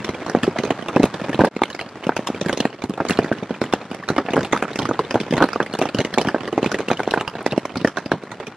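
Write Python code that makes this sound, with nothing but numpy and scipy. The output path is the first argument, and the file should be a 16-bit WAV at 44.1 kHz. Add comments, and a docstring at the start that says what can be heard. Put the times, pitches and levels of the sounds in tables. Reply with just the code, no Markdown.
"""Hail and rain on a tent, heard from inside with a small stereo camera.
From the start, fine rain hisses on the grass and small drops patter on the roof. Hailstones join at
once: each punches the tight cloth with a thump, ripples run through it and the wet surface spatters.
Soon some blows make the seams ring, and from about 1 s hard ice now and then cracks with a bright snap.
Near 1.5 s the level dips briefly and comes back a little lower; the hail drums on to the end."""
import sys
import numpy as np
from scipy import signal
from scipy.fft import rfft, irfft, next_fast_len
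from scipy.io import wavfile
from scipy.ndimage import uniform_filter1d

SR = 44100
rng = np.random.default_rng(int(sys.argv[2]) if len(sys.argv) > 2 else 0)


def store_wav(level_fs):
    """Save 16-bit WAV to argv[1]."""
    pcm = np.round(np.clip(np.atleast_2d(level_fs), -1, 1) * 32767)
    wavfile.write(sys.argv[1], SR, pcm.T.astype(np.int16))


N = 377496
SIZE = 4096  # samples in one impact
AGE = np.arange(SIZE) / SR - .008  # seconds since the blow, starting just before it
HZ = np.fft.rfftfreq(SIZE, 1 / SR)
TIME = np.arange(N) / SR
USUAL_PITCH_HZ = 554  # thump pitch on cloth of average tightness

# how hard it rains: t/s, level/dB
RAIN_STRENGTH = [(0.0, -37.5), (0.74, -38.5), (1.31, -36), (1.72, -40.5), (1.98, -37), (2.48, -33),
                 (2.67, -39.5), (2.88, -42.5), (3.12, -33.5), (3.98, -37.5), (4.27, -35.5), (4.36, -35),
                 (5.1, -33.5), (5.48, -36.5), (6.53, -34.5), (7.1, -34.5), (7.27, -37.5), (8.56, -40.5)]
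# tone of splashing water: f/Hz, level/dB
SPLASH_TONE = [(150, 4.5), (600, 0), (1500, 3), (2700, 0.5), (5500, -6.5), (8000, -14), (11000, -15),
               (15500, -31)]


def wash(boost_db=3.0, grain_db=3):
    """Countless fine drops on grass and far cloth merge into a soft, grainy hiss."""
    # tone of the rain all around: f/Hz, level/dB
    rain_tone = [(30, -45), (100, -2.5), (250, -2), (650, -7.5), (1600, -12), (3600, -23), (9000, -36),
                 (15000, -50)]
    grains = np.repeat(undb(grain_db * rng.standard_normal(N // 128 + 1)), 128)[:N]
    hiss = stereo(rng.standard_normal((2, N)) * grains, rain_tone)
    return hiss * undb(np.interp(TIME, *np.transpose(RAIN_STRENGTH)) + boost_db)


def drops(count=245, thump_db=6.5, ripple_db=4, wet_db=-6.0, pitch_hz=580, tick_hz=2700):
    """Small drops land at random all over the tent, as hard as it rains; distance dulls them."""
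    when = rng.uniform(0, N / SR, count)
    size, pitch, tick, place = rng.standard_normal((count, 4)).T
    db = np.interp(when, *np.transpose(RAIN_STRENGTH)) + 1.5 * size
    rows = np.column_stack([when, db + thump_db, pitch_hz * 2 ** (.5 * pitch), db + ripple_db,
                            db + wet_db, tick_hz * 2 ** (.5 * tick), 2 * place - 2])
    return colour(strikes(rows), [(3000, 0), (10000, -7)])


def hail(usual_pan=-1, pan_scatter=0.63):
    """Each stone lands somewhere on the roof, most of them a little to the right."""
    # the stones that stand out: t/s, thump level/dB, thump f/Hz, ripple level/dB,
    # spatter level/dB, tick f/Hz
    stones = [(0.047, -39, 390, -27, -33.5, 3470), (0.092, -18, 422, -21, -35.5, 2090),
              (0.265, -23, 720, -27, -40.5, 4230), (0.298, -23, 590, -29, -33, 5700),
              (0.35, -7, 500, -20, -56, 1860), (0.371, -17.5, 347, -25, -62, 2820),
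              (0.434, -16.5, 221, -24, -28, 1760), (0.442, -18, 348, -22, -32, 1330),
              (0.478, -20, 465, -22, -59, 1330), (0.562, -29, 650, -26, -49, 3200),
              (0.588, -20, 360, -22, -31, 1950), (0.601, -20.5, 388, -36, -63, 1940.0),
              (0.637, -23, 397, -21, -36, 4100), (0.652, -25, 500, -27, -36, 2500),
              (0.677, -27, 484, -27, -52, 3130), (0.707, -11.5, 567, -20, -31.5, 2520),
              (0.886, -48, 700, -22, -31.5, 2740), (0.963, -7.5, 397, -12.5, -31, 2620),
              (0.968, -13, 694, -28, -54, 1700), (0.998, -11.5, 324, -10.5, -39, 2100),
              (1.033, -15, 473, -21, -29.5, 2640), (1.04, -4, 403, -24, -34, 3140),
              (1.056, -27, 645, -24, -36.5, 2520), (1.143, -24, 347, -30, -39, 3870),
              (1.216, -25, 533, -24.5, -43, 2500), (1.295, -19, 300, -20, -35.5, 2160),
              (1.346, -18.5, 520, -21, -35, 2630.0), (1.392, -10.5, 474, -11, -38, 2600),
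              (1.407, -9.5, 397, -13, -47, 1550), (1.417, -11, 680, -24, -50, 1550),
              (1.438, -10.5, 466, -20, -42, 1540), (1.447, -10, 680, -16.5, -43, 1580),
              (1.451, -26, 835, -21, -30.5, 1490), (1.472, -22, 456, -24, -37, 1660),
              (1.566, -13.5, 427, -34, -32, 2160), (1.619, -4, 700, -21, -30, 1205),
              (1.636, -11, 1010, -33, -21.5, 2160), (1.703, -40, 850.0, -31, -31.5, 2970),
              (1.75, -25, 540.0, -37, -31.5, 2200), (1.793, -24, 1140, -28, -29.5, 2020),
              (1.813, -27, 560, -24, -31, 2780), (2.069, -11, 446, -17, -32, 2800),
              (2.093, -5, 680, -18.5, -55, 1580), (2.12, -22, 1200, -30, -54, 1470),
              (2.167, -14, 730, -41, -21.5, 1490), (2.193, -14, 456, -27, -40, 1790),
              (2.273, -42, 1620, -29, -22.5, 5300), (2.289, -17, 600, -32.5, -39, 2600),
              (2.302, -11, 427, -40, -44, 1340), (2.347, -17, 390.0, -40, -48, 2260),
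              (2.414, -11.5, 440, -16.5, -27.5, 3800), (2.462, -14.5, 348, -14.5, -29.5, 1600),
              (2.486, -30, 700, -21, -30, 2230), (2.496, -12.5, 650, -16, -25, 1550),
              (2.53, -13.5, 410.0, -15.5, -25.5, 3000), (2.575, -16.5, 510.0, -23, -29, 5140),
              (2.604, -9, 414, -18, -20.5, 2870), (2.654, -6.5, 540, -13.5, -26, 1850),
              (2.822, -33, 880.0, -29, -32.5, 2370), (2.84, -12.5, 340, -18, -31, 4140),
              (2.897, -12, 272, -20.5, -40, 5000), (2.907, -18.5, 362, -43, -40, 1230),
              (2.939, -23, 380, -31, -38, 3500), (2.978, -23, 740, -20, -38.5, 1570),
              (3.003, -10, 720, -11.5, -38, 1510), (3.052, -15, 657, -34, -30.5, 1230),
              (3.088, -38, 770.0, -32, -26.5, 4400), (3.098, -12.5, 413, -24, -22, 1750),
              (3.108, -7, 400, -18, -20.5, 2760), (3.174, -36, 710.0, -41, -30, 4140),
              (3.19, -1, 520, -12, -24.5, 1740), (3.228, -20, 486, -29, -43, 3460),
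              (3.246, -13.5, 308, -30, -31, 1950), (3.316, -8, 520, -14, -41, 1600),
              (3.427, -14.5, 326, -21, -56, 1660.0), (3.508, -10, 403, -20.5, -39, 1480),
              (3.617, -7.5, 463, -14.5, -25, 1470), (3.64, -18.5, 603, -19.5, -30, 1950),
              (3.728, -29, 700, -28, -25, 3500), (3.737, -5, 540, -20, -23, 2740),
              (3.915, -18, 393, -26, -34, 2880), (3.948, -25, 504, -29, -38.5, 2200),
              (4.089, -16, 1100, -23, -27, 1410), (4.103, -7, 396, -12, -25.5, 1440),
              (4.165, -14, 680, -19, -31.5, 2930), (4.182, -8.5, 637, -9, -27, 2280),
              (4.253, -22, 480, -36, -49, 2200), (4.286, -15.5, 690, -17, -62, 1770),
              (4.307, -16.5, 342, -33, -34.5, 3620), (4.336, -18, 480, -12, -24, 2840),
              (4.36, -12, 418, -23, -32, 1720), (4.367, -7.5, 754, -18, -36, 1520),
              (4.378, -5, 540, -10, -35, 1640), (4.393, -12.5, 473, -17, -32, 1710),
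              (4.409, -20, 460, -16, -30, 1540), (4.432, -21, 308, -19, -31, 3630),
              (4.449, -27, 860.0, -42, -29.5, 2820), (4.527, -27, 1100, -17, -21.5, 2150),
              (4.532, -8.5, 696, -11, -24.5, 2070), (4.55, -17.5, 620.0, -33, -29, 1520),
              (4.564, -15, 1300, -33, -30, 1270), (4.576, -21, 1300, -31, -27, 1604),
              (4.626, -11, 630, -16, -23.5, 1480), (4.653, -21, 1100, -39, -42, 1367),
              (4.759, -18, 570, -35, -27.5, 2660), (4.791, -14.5, 473, -14, -23, 3150),
              (4.821, -29, 600, -24, -31.5, 3300), (4.83, -19, 347, -19, -34, 2870),
              (4.855, -17, 830, -19.5, -27, 1220), (4.891, -14.5, 415, -13, -29, 1470),
              (4.912, -8, 596, -18, -49, 1250), (4.993, -16, 810, -11, -25.5, 1310),
              (5.11, -19, 855, -20.5, -26, 3060), (5.144, -10.5, 565, -9.5, -31, 3300),
              (5.157, -4.5, 580, -13, -36, 1610), (5.203, -25, 400.0, -16.5, -29, 3520),
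              (5.213, -21, 420, -35, -33.5, 3030), (5.31, -10.5, 260, -26, -31, 3000),
              (5.326, -8.5, 440, -17, -31, 1720), (5.338, -10, 393, -11, -25.5, 2090),
              (5.369, -15, 670.0, -25, -28.5, 3640), (5.38, -13.0, 590, -13.5, -25, 1850),
              (5.405, -12, 900, -11, -37, 1490), (5.412, -13, 540.0, -18, -48, 1230),
              (5.418, -10.5, 590, -11.5, -44, 1800), (5.425, -6.5, 776, -7, -17.5, 1510),
              (5.441, -5.5, 563, -19, -23.5, 1460), (5.489, -18.5, 980, -47, -33, 1720),
              (5.533, -22, 920, -41, -26.5, 1350), (5.56, -10, 650, -26, -33.5, 1200),
              (5.603, -7.5, 890, -13, -38, 1630), (5.629, -19.5, 610.0, -31, -31.5, 3380),
              (5.664, -30, 1290, -28, -33, 1970), (5.739, -15, 404, -28, -29.5, 2900),
              (5.752, -18, 710, -25, -32, 4250), (5.79, -19, 410.0, -14, -28, 5800),
              (5.816, -7, 624, -27, -27, 2400), (5.824, -14.5, 685, -14, -27, 2740),
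              (5.856, -14, 710, -23, -31.5, 5570), (5.89, -30, 480.0, -23.5, -31, 2530),
              (5.948, -12, 440, -16, -27.5, 2900), (5.988, -29, 390, -8, -23, 2860),
              (6.005, -15, 483, -28.5, -25, 2920), (6.013, -12, 423, -34, -30, 3280.0),
              (6.05, -13.5, 470, -32, -26, 2900), (6.141, -36, 696, -23, -24, 3300),
              (6.177, -6, 736, -30, -48, 4200), (6.185, -8, 493, -11, -20, 2280),
              (6.215, -16, 664, -17, -25, 3020), (6.249, -22, 333, -13, -32, 2870),
              (6.273, -16, 388, -11, -30, 3200), (6.287, -15.5, 1250, -22, -25, 1700),
              (6.346, -7, 604, -18, -49, 1590), (6.362, -14, 615, -31, -51.5, 1660),
              (6.478, -23, 400, -21, -30, 1930), (6.529, -15, 586, -15, -33.5, 2930),
              (6.579, -5, 580, -12, -33.5, 2500), (6.63, -9.5, 466, -16, -29, 2660),
              (6.645, -14.5, 684, -29, -33, 2300), (6.662, -8, 354, -16, -25, 2510),
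              (6.718, -21, 664, -20, -22.5, 1490.0), (6.745, -13.5, 466, -18, -22.5, 1950),
              (6.789, -33, 750.0, -16.5, -30.5, 1590), (6.805, -15, 606, -32, -33, 1550),
              (6.885, -14, 464, -28.5, -35.5, 2870), (6.903, -16, 806, -12, -30, 1200),
              (6.915, -6, 587, -15.5, -25.5, 2480), (6.932, -20, 684, -24, -32, 2350),
              (6.995, -17, 700, -23, -31, 1530), (7.003, -12, 780, -19, -36, 1520),
              (7.034, -36, 680.0, -34, -30.5, 2330), (7.077, -8, 590, -25, -38, 2730),
              (7.111, -23, 740.0, -31, -25.5, 2880), (7.12, -16, 600.0, -40, -53, 2400),
              (7.139, -6.5, 890, -17, -24.5, 1550), (7.162, -20, 705, -21, -40, 1550.0),
              (7.175, -11, 700, -15, -50, 1470), (7.211, -15, 980, -18, -27.5, 2830),
              (7.279, -49, 900, -26.5, -23.5, 2830), (7.354, -20, 690.0, -25, -35, 1610),
              (7.408, -27, 587, -22.5, -37, 1540), (7.464, -7, 640, -25, -25, 1950),
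              (7.523, -17, 376, -13, -29, 2710), (7.579, -4.5, 450, -41, -32, 2650),
              (7.655, -17, 550, -36, -32, 5530), (7.758, -14, 252, -14.5, -27, 1400),
              (7.773, -21, 388, -21, -30, 5000), (7.815, -19, 282, -22, -37, 2830),
              (7.848, -3, 480, -12, -26, 1820), (7.875, -25, 725, -19.5, -23, 1700),
              (7.972, -14, 1150, -16.5, -30, 1350), (7.985, -19.5, 510, -31, -35.5, 2630),
              (8.061, -20.5, 387, -21, -35, 2630), (8.118, -6, 800, -14, -24, 1620),
              (8.136, -17, 340, -14, -56, 2760), (8.237, -23, 476, -50, -40.5, 1390),
              (8.318, -48, 600, -23.5, -34, 1940), (8.402, -25.5, 790.0, -22, -32, 1220),
              (8.47, -34, 375, -24, -36.5, 2540)]
    pan = usual_pan + pan_scatter * rng.standard_normal(len(stones))
    return strikes(np.column_stack([stones, pan]))


def strikes(rows):
    """Each blow thumps, ripples and spatters. 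Rows are as in hail(), plus a pan (above 0 is left)."""
    times_s, thump_db, pitch_hz, ripple_db, spatter_db, tick_hz, pan = np.array(rows).T[:, :, None]
    hits = undb(thump_db) * thump(pitch_hz, tick_hz, pan)
    hits += undb(ripple_db) * ripple(pitch_hz)
    hits += undb(spatter_db) * spatter(tick_hz, spatter_db)
    shade = 2.57 * HZ / (HZ + 500) / (1 + (HZ / 6000) ** 2)  # the camera body blocks middle pitches most
    hits = irfft(rfft(hits) * undb(np.array([pan, -pan]) / 2 * shade))
    return lay_out(hits, times_s[:, 0])


def thump(pitch_hz, tick_hz, pan, cloth_lag_rad=0.62, heave_hz=105, smear_s=0.00039):
    """The dented cloth pulls and pushes the air, faster for a harder stone, and swings back once."""
    push = np.exp(-1.887 * HZ / pitch_hz + 2j * np.pi * HZ * AGE[0] - 1j * cloth_lag_rad)
    swing = HZ ** 2 * push * resonance(230 * (pitch_hz / 500) ** 0.44, width=0.53)
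    cushion_hz = 1900 * (pitch_hz / USUAL_PITCH_HZ) ** 1.5  # slack cloth softens the blow to a plop
    hollow_hz = pitch_hz * 2 ** rng.uniform(0, 0.49, pitch_hz.shape)  # each spot has its own note
    plop = (1 + 0.87 * resonance(hollow_hz, width=0.28)) / (1 + (HZ / cushion_hz) ** 4)
    knock = 3.4 * resonance(tick_hz, width=0.11)
    heave = 1 + resonance(heave_hz, width=0.42)  # the whole panel moves under the blow
    smear = np.exp(-1j * np.pi * smear_s * HZ ** 2 / (HZ + 2000))  # each pitch travels at its own speed
    wave = swing * (plop + knock) * heave * smear * near_echoes(len(pitch_hz))
    left_lag_s = .00003 * (0.5 - np.tanh(pan / 2))  # sound from the right reaches the left side later
    left = wave * np.exp(-2j * np.pi * HZ * left_lag_s)
    return burst(irfft(np.array([left, wave])), span_s=0.0065)


def near_echoes(count, bounces=4, echo_db=-10, spread_s=0.00359, above_hz=500):
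    """Seams and the ground throw each blow back within a few milliseconds, which makes it hollow."""
    delay, sign = rng.uniform(0, 1, (count, 2, bounces)).transpose(1, 2, 0)[..., None]
    echoes = np.sign(sign - .5) * np.exp(-2j * np.pi * HZ * spread_s * (delay + 0.21))
    return 1 + undb(echo_db) * echoes.sum(0) * HZ ** 2 / (HZ ** 2 + above_hz ** 2)


def ripple(pitch_hz, rise_s=0.0016, fade_s=0.011, linger_s=0.025, linger_db=-18, bunch_db=3.0):
    """Waves scatter through the cloth and come back from the seams in uneven bunches."""
    # tone of the rippling cloth: f/Hz, level/dB
    cloth_tone = [(30, -36), (120, 3.5), (270, 3.5), (400, 2), (800, -4.5), (1150, -10.5), (1550, -15.5),
                  (2200, -21), (9000, -55)]
    age = np.maximum(AGE, 0)
    noise = rng.standard_normal((len(pitch_hz), 3, SIZE)).swapaxes(0, 1)
    bunches = unit(uniform_filter1d(uniform_filter1d(noise[2], size=128), size=128))
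    waves = spot_filter(stereo(noise[:2], cloth_tone), patchy_db=4.5, spacing_hz=184.5)
    rise = 1 - np.exp(-age / rise_s)
    fade = np.exp(-age / fade_s) + undb(linger_db) * np.exp(-age / linger_s)
    return burst(tighten(waves, pitch_hz) * rise * fade * undb(bunch_db * bunches), span_s=0.0088)


def spot_filter(x, patchy_db, spacing_hz):
    """Every spot of the cloth favours its own few pitches: random peaks and valleys for each blow."""
    points = 220
    peaks = rng.uniform(-2, 2, (x.shape[1], points))
    place = np.minimum(np.log1p(HZ / 1500) * 1500 / spacing_hz, points - 2)  # wider apart higher up
    below, share = place.astype(int), place % 1
    depth_db = patchy_db / (1 + (HZ / 7000) ** 4)  # wet cloth hardly rings in the top treble
    gain = undb(depth_db * (peaks[:, below] * (1 - share) + peaks[:, below + 1] * share))
    shaped = irfft(rfft(x) * gain)
    return shaped * np.sqrt((x ** 2).sum((0, 2)) / (shaped ** 2).sum((0, 2)))[:, None]  # same energy


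def tighten(x, pitch_hz, tilt_db=5.5, low_hz=131, high_hz=1700):
    """Tight cloth ripples brighter and slack cloth darker, at the same level."""
    tightness = np.log2(pitch_hz / USUAL_PITCH_HZ)
    octaves = np.log2(np.clip(HZ, low_hz, high_hz) / low_hz)
    return unit(irfft(rfft(x) * undb(tilt_db * tightness * octaves)))


def spatter(tick_hz, force_db, rise_s=0.00097, fade_s=0.0032, spray_s=0.037, tick_s=0.0035):
    """The film of water bursts into droplets, the stiff cloth ticks and chips of ice bounce back."""
    lead_s = 0.000764  # fast waves in the weave run just ahead of the thump
    age, ahead = np.maximum(AGE + lead_s, 0), np.minimum(AGE + lead_s, 0)
    noise = rng.standard_normal((len(tick_hz), 3, SIZE)).swapaxes(0, 1)
    ice, phase, fizz, *hops = rng.uniform(0, 1, (len(tick_hz), 6)).T[:, :, None]
    hardness = np.tanh((force_db + 16.5) / 6) + ice - .5
    treble = undb(-0.5 * hardness * np.log2(1 + (HZ / 7000) ** 2))
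    fizz_peak = 1 + resonance(5000 * 2 ** fizz, width=0.11)  # each splash fizzes at its own pitch
    droplets = stereo(noise[:2] * undb(3.5 * noise[2]), SPLASH_TONE)
    droplets = irfft(rfft(droplets) * treble * fizz_peak)
    droplets = spot_filter(unit(droplets), patchy_db=6.5, spacing_hz=165.5)
    splash = np.exp(ahead / rise_s - age / fade_s)
    spray = undb(-19) * np.exp(ahead / .007 - age / spray_s)
    bounces = undb(-15) * sum(np.exp(-np.abs(AGE - 0.01695 * (hop + 0.28)) / rise_s) for hop in hops)
    side_phase = np.array([-1, 1])[:, None, None] * tick_hz / 6500  # left and right microphone
    tick = np.sin(2 * np.pi * (tick_hz * age + phase) + side_phase)
    tick *= np.exp(ahead / rise_s - age / tick_s) * undb(2) * 2700 / tick_hz  # higher ticks are softer
    return burst(droplets * (splash + spray + bounces) + tick, span_s=0.045)


def seams(rise_s=0.00081, partner_ratio=1.097, partner_db=-11, splash_db=-6, splash_s=0.009):
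    """A tight seam rings with two close notes, longer if they are low; high ones flick off water."""
    # blows on seams and hems: t/s, level/dB, f/Hz
    blows = [(0.144, -35, 2320), (0.349, -20, 665), (0.433, -28, 3340), (0.478, -13.5, 377),
             (0.559, -25, 653), (0.586, -22.5, 1970), (0.704, -25, 517), (0.967, -23, 1006),
             (1.33, -27.5, 1750), (1.407, -20, 1560), (1.729, -30, 3960), (1.8, -28.5, 3046),
             (1.889, -36, 4650), (2.039, -28, 3000), (2.346, -28, 2340), (3.133, -27, 3360),
             (3.325, -18, 1570), (3.548, -33, 2410), (4.026, -30, 1141), (4.036, -26.5, 1750),
             (4.088, -20, 4010), (4.184, -16, 1250), (4.732, -30, 3930), (4.992, -12.5, 1015),
             (5.728, -30.5, 4300), (6.348, -24, 1560), (6.484, -25.5, 1160), (6.884, -19, 2720),
             (6.971, -26.5, 2990), (7.198, -28, 2831), (7.511, -27, 3730), (7.652, -20.5, 1054),
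             (7.849, -15.5, 1780), (8.468, -26.5, 2450)]
    times_s, db, pitch_hz = np.array(blows, float).T[:, :, None]
    age = np.maximum(AGE, 0)
    offset = 2 * np.pi * rng.uniform(0, 1, (len(blows), 1))
    side_phase = np.array([-1, 1])[:, None, None] * pitch_hz / 7000
    phase = 2 * np.pi * pitch_hz * age + side_phase
    fade_s = 0.0026 * (2700 / pitch_hz) ** 0.39
    notes = np.sin(phase) + undb(partner_db) * np.sin(partner_ratio * phase + offset)
    ring = unit(notes * np.exp(-age / fade_s))
    noise = rng.standard_normal((len(blows), 2, SIZE)).swapaxes(0, 1)
    splash = unit(stereo(noise, SPLASH_TONE) * np.exp(-age / splash_s))
    hits = (ring + undb(splash_db) * np.tanh(pitch_hz / 2700) * splash) * (1 - np.exp(-age / rise_s))
    return lay_out(undb(db) * burst(hits, span_s=0.0094), times_s[:, 0])


def snaps(rise_s=.0004, crack_s=0.00091, chips_s=0.007, chips_db=-16):
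    """Hard ice cracks in about a millisecond, each stone at its own high pitch; chips skitter after."""
    # stones that crack on the cloth: t/s, level/dB, f/Hz
    stones = [(1.033, -31, 8400), (1.054, -29.5, 10700), (1.452, -32, 10000), (1.637, -26, 6330),
              (2.165, -29, 5900), (2.605, -19, 5700), (2.896, -33, 9300), (3.097, -18.5, 8950),
              (3.737, -21, 6500), (3.947, -34, 9100), (4.367, -29, 8600), (5.79, -23, 9100),
              (6.183, -21, 6700), (6.789, -30, 8400), (7.428, -35, 9200), (7.465, -24, 5600)]
    times_s, db, pitch_hz = np.array(stones, float).T[:, :, None]
    age, ahead = np.maximum(AGE, 0), np.minimum(AGE, 0)
    shape = np.exp(ahead / rise_s) * (np.exp(-age / crack_s) + undb(chips_db) * np.exp(-age / chips_s))
    noise = rng.standard_normal((len(stones), 2, SIZE)).swapaxes(0, 1)
    bright = stereo(noise, [(1500, -15), (5000, 0), (12500, 0), (15500, -14)])
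    cracks = irfft(rfft(bright * shape) * resonance(pitch_hz, width=0.2))
    return lay_out(undb(db) * burst(cracks, span_s=0.0021), times_s[:, 0])


def undb(db):
    """Turn decibels into a number to multiply by."""
    return 10 ** (np.asarray(db) / 20)


def colour(x, points):
    """Shape the tone along a curve of points: f/Hz, level/dB."""
    hz, db = np.transpose(points)
    size = next_fast_len(x.shape[-1])
    log_hz = np.log(np.fft.rfftfreq(size, 1 / SR) + 1)
    gain = undb(np.interp(log_hz, np.log(hz), db))
    return irfft(rfft(x, size) * gain, size)[..., :x.shape[-1]]


def unit(x):
    """Scale each row to an average (rms) level of 1."""
    return x / np.sqrt(np.mean(x ** 2, axis=-1, keepdims=True))


def burst(x, span_s):
    """Give each impact the energy of level 1 held for span_s."""
    return unit(x) * np.sqrt(span_s * SR / SIZE)


def stereo(pair, tone):
    """Mix two noises into left and right of one tone, alike in the bass and wide in the treble."""
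    # stereo width of the two microphones: f/Hz, side minus mid level/dB
    width = [(400, -67), (1300, -22.5), (4400, -3), (8000, 3.5), (15000, 16.5)]
    mid = colour(colour(pair[0], tone), [(hz, -10 * np.log10(1 + undb(2 * db))) for hz, db in width])
    side = colour(colour(pair[1], tone), [(hz, -10 * np.log10(1 + undb(-2 * db))) for hz, db in width])
    return unit(np.array([mid + side, mid - side]))


def resonance(hz, width):
    """A filter curve that lets through pitches near hz; the width is a share of hz."""
    s = 1j * HZ / hz
    return width * s / (s ** 2 + width * s + 1)


def lay_out(hits, times_s):
    """Add each stereo impact into the scene at its time."""
    track = np.zeros((2, N + 2 * SIZE))
    starts = ((np.clip(times_s, 0, N / SR) + AGE[0]) * SR).astype(int) + SIZE
    for k, start in enumerate(starts):
        track[:, start:start + SIZE] += hits[:, k]
    return track[:, SIZE:SIZE + N]


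def scene():
    """Hailstones, ringing seams and cracking ice over small drops and fine rain."""
    # the level dips briefly and stays a little lower: t/s, level/dB
    dip = [(1.487, 1.5), (1.492, -21), (1.508, -29), (1.514, -8.5), (1.56, -4)]
    return (hail() + seams() + snaps() + drops() + wash()) * undb(np.interp(TIME, *np.transpose(dip)))


def record(dry, bass_hz=72, top_hz=15700):
    """The camera thins the deep bass, overloads on the hardest blows and cuts the highest treble."""
    thinned = signal.sosfiltfilt(signal.butter(1, bass_hz, "high", fs=SR, output="sos"), dry)
    overloaded = np.clip(thinned, -1, 1)
    return signal.sosfilt(signal.ellip(8, .2, 70, top_hz, fs=SR, output="sos"), overloaded)


dry = scene()
out = record(dry)
store_wav(out)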